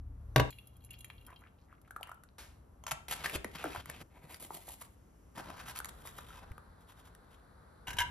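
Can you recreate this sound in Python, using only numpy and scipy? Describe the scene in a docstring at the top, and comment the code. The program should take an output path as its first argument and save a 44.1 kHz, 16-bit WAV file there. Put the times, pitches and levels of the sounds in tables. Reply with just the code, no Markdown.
"""A small room, close up, on a two-port microphone. A glass mug knocks down on a kitchen scale; water
from a kettle rings its wall, then bubbles as it fills. The echo of the kettle put back dies away and a
plastic collar clacks on. A pleated paper filter is peeled off, rustling and snapping, filled with grounds,
pressed into a dripper and shaken level; last, the dripper rattles into the collar. Low room tone lies
underneath, and at several moments all ringing stops short."""
import sys
import numpy as np
from scipy import signal
from scipy.fft import rfft, irfft, next_fast_len
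from scipy.io import wavfile
from scipy.ndimage import uniform_filter1d

SR = 44100
rng = np.random.default_rng(int(sys.argv[2]) if len(sys.argv) > 2 else 0)


def master_out(mix):
    """Clip the mix to full scale and print it as 16-bit PCM to the path in sys.argv[1]."""
    frames = np.transpose(np.atleast_2d(mix))
    ceiling = np.clip(frames, -1, 1)
    pcm = np.round(ceiling * 32767).astype(np.int16)
    wavfile.write(sys.argv[1], SR, pcm)


N = 357210

# mug foot on the scale: (time [s], level [dB], contact [s], low modes [dB])
MUG_KNOCKS = [(.36, -7, 0.0038, -6.5), (.397, -14.5, 0.005, 0), (0.38, -19.5, 0.003, -5.5)]
# mug and scale ringing together: (frequency [Hz], level [dB], t60 before damping [s])
SCALE_MODES = [(70, -6.5, 0.18), (99, -5.5, .18), (132.4, 0, 0.24), (200, -17, 0.2), (292.5, -14, 0.24),
               (429, -7.5, 0.1), (580, -15.5, 0.062), (633, -14, 0.16), (800, -18, 0.1), (975, -13.5, 0.15),
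               (1129, -15.5, 0.11), (1657, -25, 0.083), (2940, -22, 0.096), (3670, -32.5, 0.27)]
# crack of the mug's contact: (frequency [Hz], level [dB])
MUG_CRACK = [(88, -25.5), (150, -10.5), (240, -17), (637, -14), (1360, -27.5), (1630, -19), (3840, -30),
             (8730, -37), (12200, -36), (16000, -49.5)]
# ringing of the mug wall: (frequency [Hz], nominal width [Hz], level [dB])
WALL_MODES = [(2390, 280, -8.5), (2810, 38, -6), (3270, 56, -5.5), (4030, 290, -9), (5100, 300, -18.5),
              (6590, 130, -15.5), (7130, 200, -11.5), (9900, 60, -13), (11000, 390, -1.5), (11160, 38, -9),
              (12200, 150, -6), (12900, 47, -18), (14100, 170, -13)]
# patter of the stream on the glass: (time [s], relative level [dB])
STREAM = [(.501, -57), (.8, -79), (1.1, -65), (1.4, -77), (1.55, -88.5), (2.383, -100)]
# clear hits of water on bare glass: (time [s], relative level [dB], treble [dB])
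SPLASHES = [(0.5041, -40.5, 2), (0.5264, -39, -11), (0.584, -40, -9), (0.6709, -56, 13.5),
            (0.7664, -63, 14), (0.838, -64, 18), (0.846, -50.5, 11), (0.9055, -37, -1), (0.931, -42, -3),
            (0.938, -43.5, -18), (0.987, -50, 8), (1.006, -44.5, 4), (1.0443, -37.5, -0.5),
            (1.1006, -41, -27), (1.18, -45.5, -22), (1.2096, -50, -3), (1.264, -51, 12), (1.3024, -54, -10),
            (1.3605, -49, -21)]
# bubbles and drips: (time [s], level [dB], pitch [Hz], tick [dB])
BUBBLES = [(.527, -45, 2280, -25), (.939, -43.5, 2700, -14), (1.045, -43.5, 2330, -30),
           (1.101, -35, 2390, -23), (1.283, -58, 939, -16), (1.304, -46, 970, -13),
           (1.327, -41.5, 975, -27), (1.362, -46, 4030, -25), (1.439, -45.5, 1930, -34.5),
           (1.464, -48, 1360, -33), (1.705, -62, 1520, -29), (1.727, -46, 1290, -25),
           (1.782, -61, 2080, -23), (1.815, -66.5, 1047, 6), (1.877, -47, 1274, -18),
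           (1.908, -37, 1500, -11.5), (1.963, -28, 1294, -20), (2.01, -40, 755, -15),
           (2.03, -30, 2890, -13), (2.072, -46.5, 1050, -7.5), (2.093, -34.5, 1180, -20),
           (2.116, -33, 1325, -20.5), (2.144, -66, 1010, 7), (2.236, -44.5, 1370, -8.5),
           (2.289, -53.5, 4250, -29)]
# swarms of small bubbles: (time [s], length [s], level [dB], first pitch [Hz])
GURGLES = [(0.89, 0.073, -55, 1920), (1.271, 0.065, -50.5, 1060), (1.404, 0.082, -55, 1170),
           (1.583, 0.074, -63, 3470), (1.679, 0.08, -60, 1360), (1.835, 0.053, -65, 1670),
           (1.988, 0.11, -49, 800)]
# collar going on: (time [s], level [dB], contact [s], low modes [dB])
COLLAR_KNOCKS = [(2.838, -34.5, 0.0015, -12), (2.866, -21.5, 0.002, -23), (2.877, -39, 0.018, -13),
                 (2.910, -24.5, 0.0043, 2), (2.915, -21.5, 0.006, -0.5)]
# dripper lowered into the collar: (time [s], level [dB])
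DRIPPER_KNOCKS = [(7.87, -36.5), (7.879, -33.5), (7.904, -33.5), (7.93, -37), (7.889, -37.5),
                  (7.967, -36.5), (7.985, -20.5), (7.995, -29), (8.002, -22), (8.015, -28)]
# ringing of the two plastic parts: (frequency [Hz], level [dB], t60 before damping [s])
COLLAR_MODES = [(646, -11, 0.16), (1096, 2, 0.022), (1360, -14.5, 0.096), (2390, -12.5, 0.036),
                (3150, -17, 0.046), (5430, -24, 0.067), (6460, -10, 0.026), (7400, -11, 0.02),
                (11300, -16, 0.012)]
DRIPPER_MODES = [(794, -3.5, 0.05), (963, -7, 0.6), (1545, -5, 0.24), (1670, -6, 0.15), (2090, -0.5, 0.037),
                 (2890, -5.5, 0.16), (3060, -3.5, 0.043), (3860, -10, 0.058), (7100, -23, 0.055)]
# crack of plastic: (frequency [Hz], level [dB])
PLASTIC_CRACK = [(180, -62), (300, -30.5), (946, 1.5), (1230, -10.5), (1510, -5), (2980, -6), (4370, -16.5),
                 (6410, -9), (11900, -11), (16000, -36)]
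# a curve each for peeling, filling, pressing in, levelling: (time [s], body [dB], treble over body [dB])
HANDLING = [
    [(3.083, -46, -1), (3.16, -52, 0), (3.2, -48, -11), (3.3, -47, -2.5), (3.39, -74, -3), (3.5, -69, -1.5),
     (3.6, -47.5, -11.5), (3.7, -50, -6.5), (3.81, -50, -9), (3.83, -66, -10), (3.94, -52.5, -11.5),
     (4.03, -64.5, -5)],
    [(4.1, -70, -13), (4.25, -80, -7), (4.4, -82, 9.5), (4.62, -66.5, 7.5), (4.75, -71.5, 12.5),
     (4.83, -74, 5), (4.95, -96.5, 22)],
    [(5.352, -61, -5), (5.48, -57.5, -10.5), (5.612, -56, -8), (5.8, -74, 2.5), (5.95, -75, 7),
     (6.2, -64.5, 3.5), (6.4, -76, -7.5), (6.527, -69, -13)],
    [(6.527, -101, 3.5), (7.4, -78, -3.5)],
]
# fingers rubbing, grounds sliding: (time [s], body [dB], half width [s], boom over body [dB])
RUBS = [(3.126, -33.5, 0.013, -20), (3.246, -36.5, 0.0086, -16), (3.263, -35.5, 0.0039, -13),
        (3.35, -39.5, 0.015, 4), (3.556, -41.5, 0.0063, 3), (3.898, -46, 0.0048, 3.5),
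        (4.012, -50, 0.01, 5), (4.163, -64.5, 0.03, 4.5), (4.244, -62.5, 0.028, 4.5),
        (4.322, -54, 0.034, 0), (4.415, -58.5, 0.051, 6.5), (4.513, -65, 0.0062, 5),
        (4.552, -55.5, 0.023, 6), (4.71, -59.5, 0.03, 2), (4.817, -55, 0.0082, -8),
        (4.845, -63.5, 0.014, -7), (5.389, -49, 0.021, 9.5), (5.485, -56, 0.026, 13.5),
        (5.597, -47.5, 0.018, -13), (5.692, -44, 0.022, -5), (5.771, -46, 0.015, -22),
        (5.891, -48.5, 0.0036, 2), (6.077, -56.5, 0.022, -15), (6.186, -54.5, 0.0081, 6),
        (6.307, -61, 0.015, 5), (6.368, -56, 0.035, -6), (6.43, -60.5, 0.012, 13),
        (7.329, -66.5, 0.022, -7)]
# paper body when loose, taking grounds, in the dripper: (frequency [Hz], level [dB]); starts: (time [s])
PAPER_BODY = [
    [(88, -26), (150, 0.5), (214, -3.5), (285, -6), (375, -5), (1870, -10.5), (2100, -9), (3300, -12),
     (7000, -23.5), (9100, -54)],
    [(88, -31), (150, 0.5), (534, -2.5), (984, -2), (1080, -6), (1590, -9.5), (2160, -4), (3200, -19.5),
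     (3800, -17), (4400, -19), (7000, -59), (9100, -64)],
    [(88, -17), (150, -2.5), (285, -5), (501, -13), (552, 0), (598, -5.5), (1000, 2), (2460, -8.5),
     (3860, -11.5), (5870, -14), (9100, -29)],
]
PAPER_BODY_FROM_S = [0, 4.03, 5.352]
# treble of the paper and tick of every pop: (frequency [Hz], level [dB])
CRISP_TREBLE = [(1500, -51), (3000, -9), (5800, -13), (7200, -2.5), (11500, 0.5), (14000, -15),
                (16500, -14.5)]
# pleats snapping: (time [s], level [dB], pitch [Hz], tick [dB])
SNAPS = [(3.111, -33, 2540, 5), (3.244, -20, 2620, -21), (3.259, -20.5, 1810, -14), (3.297, -26, 2500, -9),
         (3.445, -25, 1920, -5.5), (3.641, -21, 1370, -14), (3.657, -32, 1510, -22),
         (3.749, -22.5, 830, -19), (3.76, -25, 1350, -16), (3.858, -37.5, 1970, -2.5),
         (3.899, -30.5, 1800, -1), (4.344, -31.5, 4700, -8.5), (4.427, -38, 630, -4),
         (4.506, -26, 900, -32), (4.571, -34, 600, -10), (4.68, -34.5, 730, -20), (4.697, -37, 895, -9),
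         (4.817, -34.5, 1120, -18), (5.789, -43.5, 1130, 14), (5.802, -30.5, 1440, -4),
         (5.846, -31.5, 1990, 2), (5.856, -33, 1290, 3), (6.053, -37, 1290, -22), (6.073, -36, 2010, 0),
         (6.187, -30, 1180, -17), (6.305, -38, 1390, -24), (6.518, -45, 2000, -8), (6.58, -38, 1250, -11),
         (7.15, -48, 1820, -2.5)]
# soft bumps through hand and table: (time [s], level [dB], pitch [Hz])
BUMPS = [(2.922, -41.5, 135), (3.356, -32, 70.0), (3.446, -34.5, 200), (3.642, -30.5, 299),
         (3.659, -33, 269), (3.779, -38.5, 90), (4.241, -48.5, 156), (6.51, -33.5, 66.4), (7.882, -42, 118),
         (7.944, -40, 91), (8.001, -38, 68.5)]
# echo of the kettle: (frequency [Hz], level [dB])
KETTLE_ECHO = [(120, -45), (200, -8), (916, -6.5), (1180, -7), (1480, -5), (5230, -11.5), (8580, -9),
               (11100, -9.5), (16000, -31)]
# room tone: (time [s], rumble [dB], air [dB])
ROOM_TONE = [(0, -49, -71), (.5, -63, -62), (.51, -57.5, -69), (1.3, -59, -67.5), (1.6, -64, -68.5),
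             (2.38, -62.5, -69.5), (2.39, -60, -68), (4.03, -57, -64.5), (4.1, -63.5, -69),
             (5.34, -61, -66), (5.36, -58, -58.5), (6.52, -56, -62.5), (6.9, -62.5, -65),
             (7.86, -62.5, -63.5), (7.88, -49.5, -56.5)]
# rumble of the room: (frequency [Hz], level [dB])
RUMBLE = [(25, -23.5), (40, -2), (62, 3.5), (120, -6), (190, -18), (300, -18.5)]
# three colours of room air: (frequency [Hz], level [dB]); starts: (time [s])
AIR = [
    [(90, -36), (150, -8.5), (350, -17.5), (700, -21.5), (1250, -25.5), (2300, -40), (5000, -45.5),
     (8000, -39.5), (11700, -36.5), (13500, -56), (16000, -68)],
    [(88, -30), (150, -2.5), (524, -14), (730, -17.5), (1260, -20.5), (2360, -31.5), (2810, -31),
     (4170, -38), (6640, -29.5), (11900, -29), (16000, -69)],
    [(88, -15), (150, 1.5), (341, -8), (494, -5.5), (566, -9.5), (1500, -9), (2760, -32.5), (4080, -22.5),
     (5570, -33.5), (10800, -22.5), (16000, -55)],
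]
AIR_FROM_S = [0, 4.03, 5.352]
# low tones of the opening half second: (frequency [Hz], level [dB])
LOW_THROB = [(43.1, -47.5), (70.0, -45.5), (107.7, -52)]
# moments when ringing and reverberation stop short: (time [s])
STOPS_S = [0, .501, 2.383, 3.083, 3.812, 4.03, 4.398, 5.352, 6.527, 7.87]
# phase between the microphone ports: (frequency [Hz], left lead [rad])
PORT_PHASE = [(0, 0), (600, .3), (2100, .3), (3500, 1.3), (5200, 1.1), (5800, -1.2), (7600, -2.6),
              (12600, -5.6), (16400, -6.4)]

TIME = np.arange(N) / SR
WIDE_ABOVE_HZ = 290   # below this the room sounds much alike at both ports


def mug_on_scale():
    """The glass foot strikes the scale and the two ring as one body."""
    return knocks(MUG_KNOCKS, SCALE_MODES, MUG_CRACK, modes_db=-5, crack_db=0.63, damping=0.83)


def water_on_glass(small_hits=45, covered_s=1.42, sag_per_s=.025):
    """Patter and splashes ring the mug wall; later splashes ring slightly lower as the water rises."""
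    first_s, end = STREAM[0][0], int(STREAM[-1][0] * SR)
    stream = (TIME > first_s) * amp(curves(STREAM)[0] - 28)
    patter = (stream * rms_one(grains(900, spread_db=2)))[:end]
    t, decay = dying(0.027, seconds=.14)
    burst = decay * (1 - np.exp(-t / 0.00056))
    when, size = rng.random((small_hits, 2)).T   # weak hits fall until water covers the bottom
    hits = list(SPLASHES)
    hits += zip(first_s + (covered_s - first_s) * when, -67 + 10 * size, np.full(small_hits, -0.5))

    def wall(drive, hz, width, mode_db):
        """One mode of the glass: a narrow tone over a broad splat."""
        tone = signal.lfilter(*signal.iirpeak(hz, 5, SR), ring(drive, hz, 1.12 * width))
        return amp(mode_db + 8.7 * np.log10(width / 30)) * tone + amp(-23) * ring(drive, hz, .3 * hz)

    out = np.zeros(N)
    for hz, width, mode_db in WALL_MODES:
        out[:end] += wall(patter, hz, 2 * width, mode_db)
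        for s, db, treble_db in hits:
            gain = amp(db - 27 + (hz > 5000) * treble_db + rng.normal(0, 4))
            pitch = hz * (1 - sag_per_s * (s - .9) + rng.normal(0, .012))
            add(out, s, wall(gain * burst * rng.standard_normal(len(t)), pitch, width, mode_db))
    return out


def bubbles():
    """Single bubbles and drips pop in the mug, each rising in pitch as it dies."""
    return pops(BUBBLES, cycles=24.7, longest_s=0.028, glide=7.2,
                tone_db=-4, noisy=0.83, tick_t60=0.025, broad=0.44)


def gurgles(count=28, climb=2.3, tick_db=-34):
    """Small bubbles come in swarms, the pitch climbing through each swarm."""
    swarm = []
    for s, length_s, db, first_hz in GURGLES:
        when, size, spread = rng.random((count, 3)).T
        hz = first_hz * climb ** when * 1.7 ** (spread - .5)
        swarm += zip(s + length_s * when, db + 4.5 - 12 * size, hz, np.full(count, tick_db))
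    return pops(swarm, cycles=22, longest_s=0.022, glide=5.2,
                tone_db=-7, noisy=0.89, tick_t60=.02, broad=0.53)


def collar():
    """The plastic collar clacks onto the mug in a few quick blows."""
    return knocks(COLLAR_KNOCKS, COLLAR_MODES, PLASTIC_CRACK, modes_db=-4.5, crack_db=-0.5, damping=0.54)


def dripper(seated_s=7.98, contact_s=0.01):
    """The dripper rattles into the collar, damped by the hand until it is seated."""
    held = [(s, db, contact_s, 0) for s, db in DRIPPER_KNOCKS if s < seated_s]
    seated = [(s, db, contact_s, 0) for s, db in DRIPPER_KNOCKS if s > seated_s]
    return (knocks(held, DRIPPER_MODES, PLASTIC_CRACK, modes_db=-6.5, crack_db=-3, damping=0.27)
            + knocks(seated, DRIPPER_MODES, PLASTIC_CRACK, modes_db=-8, crack_db=-4.5, damping=0.51))


def paper_filter(in_dripper_s=5.9):
    """The handled sheet rustles and snaps; once in the dripper it also rings the plastic wall."""
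    body_db, treble_db = np.full(N, -120.), np.zeros(N)
    for rows in HANDLING:
        inside = (TIME > rows[0][0]) & (TIME < rows[-1][0])
        body_db[inside], treble_db[inside] = np.array(curves(rows))[:, inside]
    paper = rustle(body_db, treble_db) + snaps(body_db)
    return paper + amp(-26) * ring(paper * (TIME > in_dripper_s), hz=3850, width_hz=260)


def rustle(body_db, treble_db, boom_below_hz=700):
    """Clumped fibre clicks sound in the sheet's boom, body and treble, swelling with each rub or shake."""
    clumps = uniform_filter1d(rng.standard_normal(N), 260)
    fibres = grains(2500, spread_db=1.25) * amp(3 * rms_one(clumps))
    power, boom_power = amp(body_db) ** 2, amp(body_db) ** 2
    stretch = np.searchsorted(STOPS_S, TIME)
    # four shakes level the grounds, the first one light
    shakes = [(6.82 + 0.0843 * k, -63.5 if k else -73.5, 0.022, 0) for k in range(4)]
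    for s, db, half_s, boom_db in list(RUBS) + shakes:
        near = slice(int((s - .12) * SR), int((s + 0.091) * SR))
        swell = amp(-6 * (abs(TIME[near] - s) / half_s) ** 2.33)
        swell *= stretch[near] == np.searchsorted(STOPS_S, s)
        power[near] += (amp(db) * swell) ** 2
        boom_power[near] += (amp(db + boom_db) * swell) ** 2
    body = pleats(colour_by_stretch(fibres, PAPER_BODY_FROM_S, PAPER_BODY))
    boom = signal.sosfiltfilt(signal.butter(2, boom_below_hz, fs=SR, output="sos"), body)
    treble = amp(treble_db) * colour(fibres, CRISP_TREBLE)
    return np.sqrt(boom_power) * boom + np.sqrt(power) * (body - boom + treble)


def pleats(body, wander_db=6, step_samples=2000):
    """Hollows between the pleats resonate, each opening and closing by itself as the sheet bends."""
    hollows = 0
    for hz in np.geomspace(800, 3160, num=7):
        knots = rng.standard_normal(N // step_samples + 2)
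        opening = np.interp(np.arange(N) / step_samples, np.arange(len(knots)), knots)
        hollows += amp(wander_db * opening) * signal.lfilter(*signal.iirpeak(hz, 8, SR), body)
    return 0.69 * body + amp(-10.5) * hollows


def snaps(body_db, count=120, low_hz=690, high_hz=2980, tick_db=-7):
    """Pleats snap clearly among small random crinkles whose strength follows the handling."""
    when, size, pitch = rng.random((count, 3)).T
    first_s, last_s = HANDLING[0][0][0], HANDLING[2][-1][0]
    s = first_s + (last_s - first_s) * when
    db = body_db[(s * SR).astype(int)] + 6.5 - 10 * size
    crinkles = list(zip(s, db, low_hz * (high_hz / low_hz) ** pitch, np.full(count, tick_db)))
    return pops(list(SNAPS) + crinkles, cycles=35, longest_s=0.017, glide=0.093,
                tone_db=-7.5, noisy=1.05, tick_t60=0.0093, broad=0.83)


def bumps(sheet_above_hz=170, drop_s=.003):
    """Damped thuds through hand and table; those of the bending sheet drop into pitch from above."""
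    out = np.zeros(N)
    t, decay = dying(t60=0.08)
    for s, db, hz in BUMPS:
        drop = (hz > sheet_above_hz) * 3 * drop_s * (1 - np.exp(-t / drop_s))
        add(out, s, amp(db) * decay * np.sin(2 * np.pi * hz * (t + drop)))
    return out


def kettle_echo(start_s=2.383):
    """The echo of the kettle put back: faint noise dying away."""
    out = np.zeros(N)
    t, decay = dying(t60=0.41, seconds=.7)
    add(out, start_s, amp(-49) * decay * colour(rng.standard_normal(len(t)), KETTLE_ECHO))
    return out


def room(x, t60=0.36, treble_t60=0.072, tail_db=-10):
    """Close direct sound over a small room's tail, which dulls as it dies and ends at each stop."""
    t, decay = dying(t60)
    shared, side = rng.standard_normal((2, len(t)))
    diffuse = 0.86 * shared + filtered(side, 1, WIDE_ABOVE_HZ, "high") * [[1], [-1]]
    dull = filtered(diffuse, 1, 2500, "low")
    response = (dull * decay + (diffuse - dull) * amp(-60 * t / treble_t60)) * (t > .003)
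    response *= amp(tail_db) / np.sqrt(np.sum(response ** 2) / 2)
    response[:, 0] = 1   # direct path to the microphone
    return np.hstack([signal.fftconvolve(x[None, a:b], response, axes=1)[:, :b - a]
                      for a, b in stretches(STOPS_S)])


def room_tone():
    """Rumble reaches both ports alike; the hiss of the air is wider."""
    rumble_db, air_db = curves(ROOM_TONE)
    rumble = amp(rumble_db) * colour(rng.standard_normal(N), RUMBLE)
    shared, side = (colour_by_stretch(rng.standard_normal(N), AIR_FROM_S, AIR) for _ in range(2))
    side = filtered(side, 1, [WIDE_ABOVE_HZ, 3000], "band")
    return rumble + amp(air_db) * (shared + 0.86 * side * [[1], [-1]])


def throb_and_hum(hum_hz=118, hum_ends_s=1.27):
    """A low throb in the background gives way to a faint hum, which fades during the pour."""
    throb = sum(amp(db - 0.5) * np.sin(2 * np.pi * hz * TIME) for hz, db in LOW_THROB)
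    hum = amp(-61) * np.sin(2 * np.pi * hum_hz * TIME) * np.clip((hum_ends_s - TIME) / 0.11, 0, 1)
    return np.where(TIME < STOPS_S[1], throb, hum)


def knocks(events, modes, crack, modes_db, crack_db, damping, low_hz=1000, detune=.007):
    """Each blow rings every mode anew; the chatter of the contact shakes them on and makes a crack."""
    out = np.zeros(N)
    for s, db, contact_s, low_db in events:
        t, chatter = dying(4.88 * contact_s, seconds=0.23)
        strengths = amp(rng.normal(0, 2.6, len(modes))) * rng.choice([-1, 1], len(modes))
        body = 0
        for strength, (hz, mode_db, t60) in zip(strengths, modes):
            decay = amp(mode_db + low_db * (hz < low_hz) - 60 * t / (damping * min(t60, .4)))
            onset = 1 - (hz < low_hz / 2) * np.exp(-t / 0.0052)
            pitch = hz * rng.normal(1, detune)   # each grip shifts the modes
            body += strength * decay * onset * np.sin(2 * np.pi * pitch * t)
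        push = 0.27 * np.diff(chatter * rng.standard_normal(len(t)))[:int(.04 * SR)]
        push[0] = 1
        body = signal.fftconvolve(body, push)[:len(t)]
        noise = colour(rng.standard_normal(len(t)), crack)
        rise = 1 - np.exp(-t / 0.0017)   # the surfaces close over a moment
        add(out, s, amp(db) * rise * (amp(modes_db) * body + amp(crack_db) * chatter * noise))
    return filtered(out, 2, 45, "high")


def pops(events, cycles, longest_s, glide, tone_db, noisy, tick_t60, broad):
    """Short pitched pops, rising as they die, partly noise, each with a bright tick."""
    out = np.zeros(N)
    for s, db, hz, tick_db in events:
        t, decay = dying(min(cycles / hz, longest_s), seconds=.06)
        tone = np.sin(2 * np.pi * hz * t * (1 + glide * t))
        rough = rms_one(ring(ring(rng.standard_normal(len(t)), hz, broad * hz), hz, broad * hz))
        tick = amp(tick_db - 60 * t / tick_t60) * colour(rng.standard_normal(len(t)), CRISP_TREBLE)
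        rise = 1 - np.exp(-t * hz / 0.12)
        add(out, s, amp(db) * (amp(tone_db) * rise * decay * (tone + noisy * rough) + tick))
    return filtered(out, 2, 420, "high")


def grains(per_s, spread_db):
    """Random clicks of uneven size over a little noise."""
    sizes = amp(spread_db * np.minimum(rng.exponential(1, N), 5))
    return rng.standard_normal(N) * (0.45 + sizes * (rng.random(N) < per_s / SR))


def ring(x, hz, width_hz):
    """Two-pole resonance; a unit click rings with height 1."""
    r, w = np.exp(-np.pi * width_hz / SR), 2 * np.pi * hz / SR
    return signal.lfilter([0, np.sin(w)], [1, -2 * r * np.cos(w), r * r], x + 1e-18)


def filtered(x, order, hz, kind):
    """Low, high or band pass."""
    return signal.sosfilt(signal.butter(order, hz, kind, fs=SR, output="sos"), x)


def colour(x, spectrum):
    """Shape a noise by a spectrum; rms 1."""
    hz, db = np.transpose(spectrum)
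    size = next_fast_len(len(x))
    grid = np.log(np.fft.rfftfreq(size, 1 / SR) + 1)
    gain = amp(np.interp(grid, np.log(hz), db, -90, -90))
    return rms_one(irfft(rfft(x, size) * gain, size)[:len(x)])


def colour_by_stretch(x, starts_s, spectra):
    """A spectrum of its own for each stretch of time."""
    return np.hstack([colour(x[a:b], spectrum) for (a, b), spectrum in zip(stretches(starts_s), spectra)])


def stretches(starts_s):
    """Start and end sample of each stretch."""
    edges = [int(s * SR) for s in starts_s] + [N]
    return zip(edges, edges[1:])


def add(out, s, sound):
    """Place a sound; it ends at the next stop."""
    start = int(s * SR)
    stop = min([int(k * SR) for k in STOPS_S if k > s] + [N, start + len(sound)])
    out[start:stop] += sound[:stop - start]


def dying(t60, seconds=.4):
    """Time axis and exponential decay."""
    t = np.arange(int(seconds * SR)) / SR
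    return t, amp(-60 * t / max(t60, .002))


def curves(rows):
    """Columns of a table over time."""
    s, *columns = np.transpose(rows)
    return [np.interp(TIME, s, c) for c in columns]


def amp(db):
    """dB to gain."""
    return 10 ** (np.asarray(db, float) / 20)


def rms_one(x):
    """Scale to rms 1."""
    return x / np.sqrt(np.mean(x ** 2) + 1e-20)


def scene():
    """The coffee things close to the microphone, the small room behind them."""
    knocking = mug_on_scale() + collar() + dripper()
    water = water_on_glass() + bubbles() + gurgles()
    return room(knocking + water + paper_filter() + bumps() + kettle_echo()) + room_tone() + throb_and_hum()


def record(dry, left_db=1.6, cutoff_hz=16500):
    """Two microphone ports: the left is shifted in phase and louder below 6 kHz; the top is cut."""
    size = next_fast_len(N + 4096)
    hz = np.fft.rfftfreq(size, 1 / SR)
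    shift = np.exp(1j * np.interp(hz, *np.transpose(PORT_PHASE)))
    duller = amp(-left_db * (hz > 6000))
    left = irfft(rfft(dry[0], size) * shift * duller, size)[:N]
    ports = np.array([left * amp(left_db / 2), dry[1] * amp(-left_db / 2)])
    return signal.sosfilt(signal.cheby2(12, 70, cutoff_hz, fs=SR, output="sos"), ports)


dry = scene()
out = record(dry)
master_out(out)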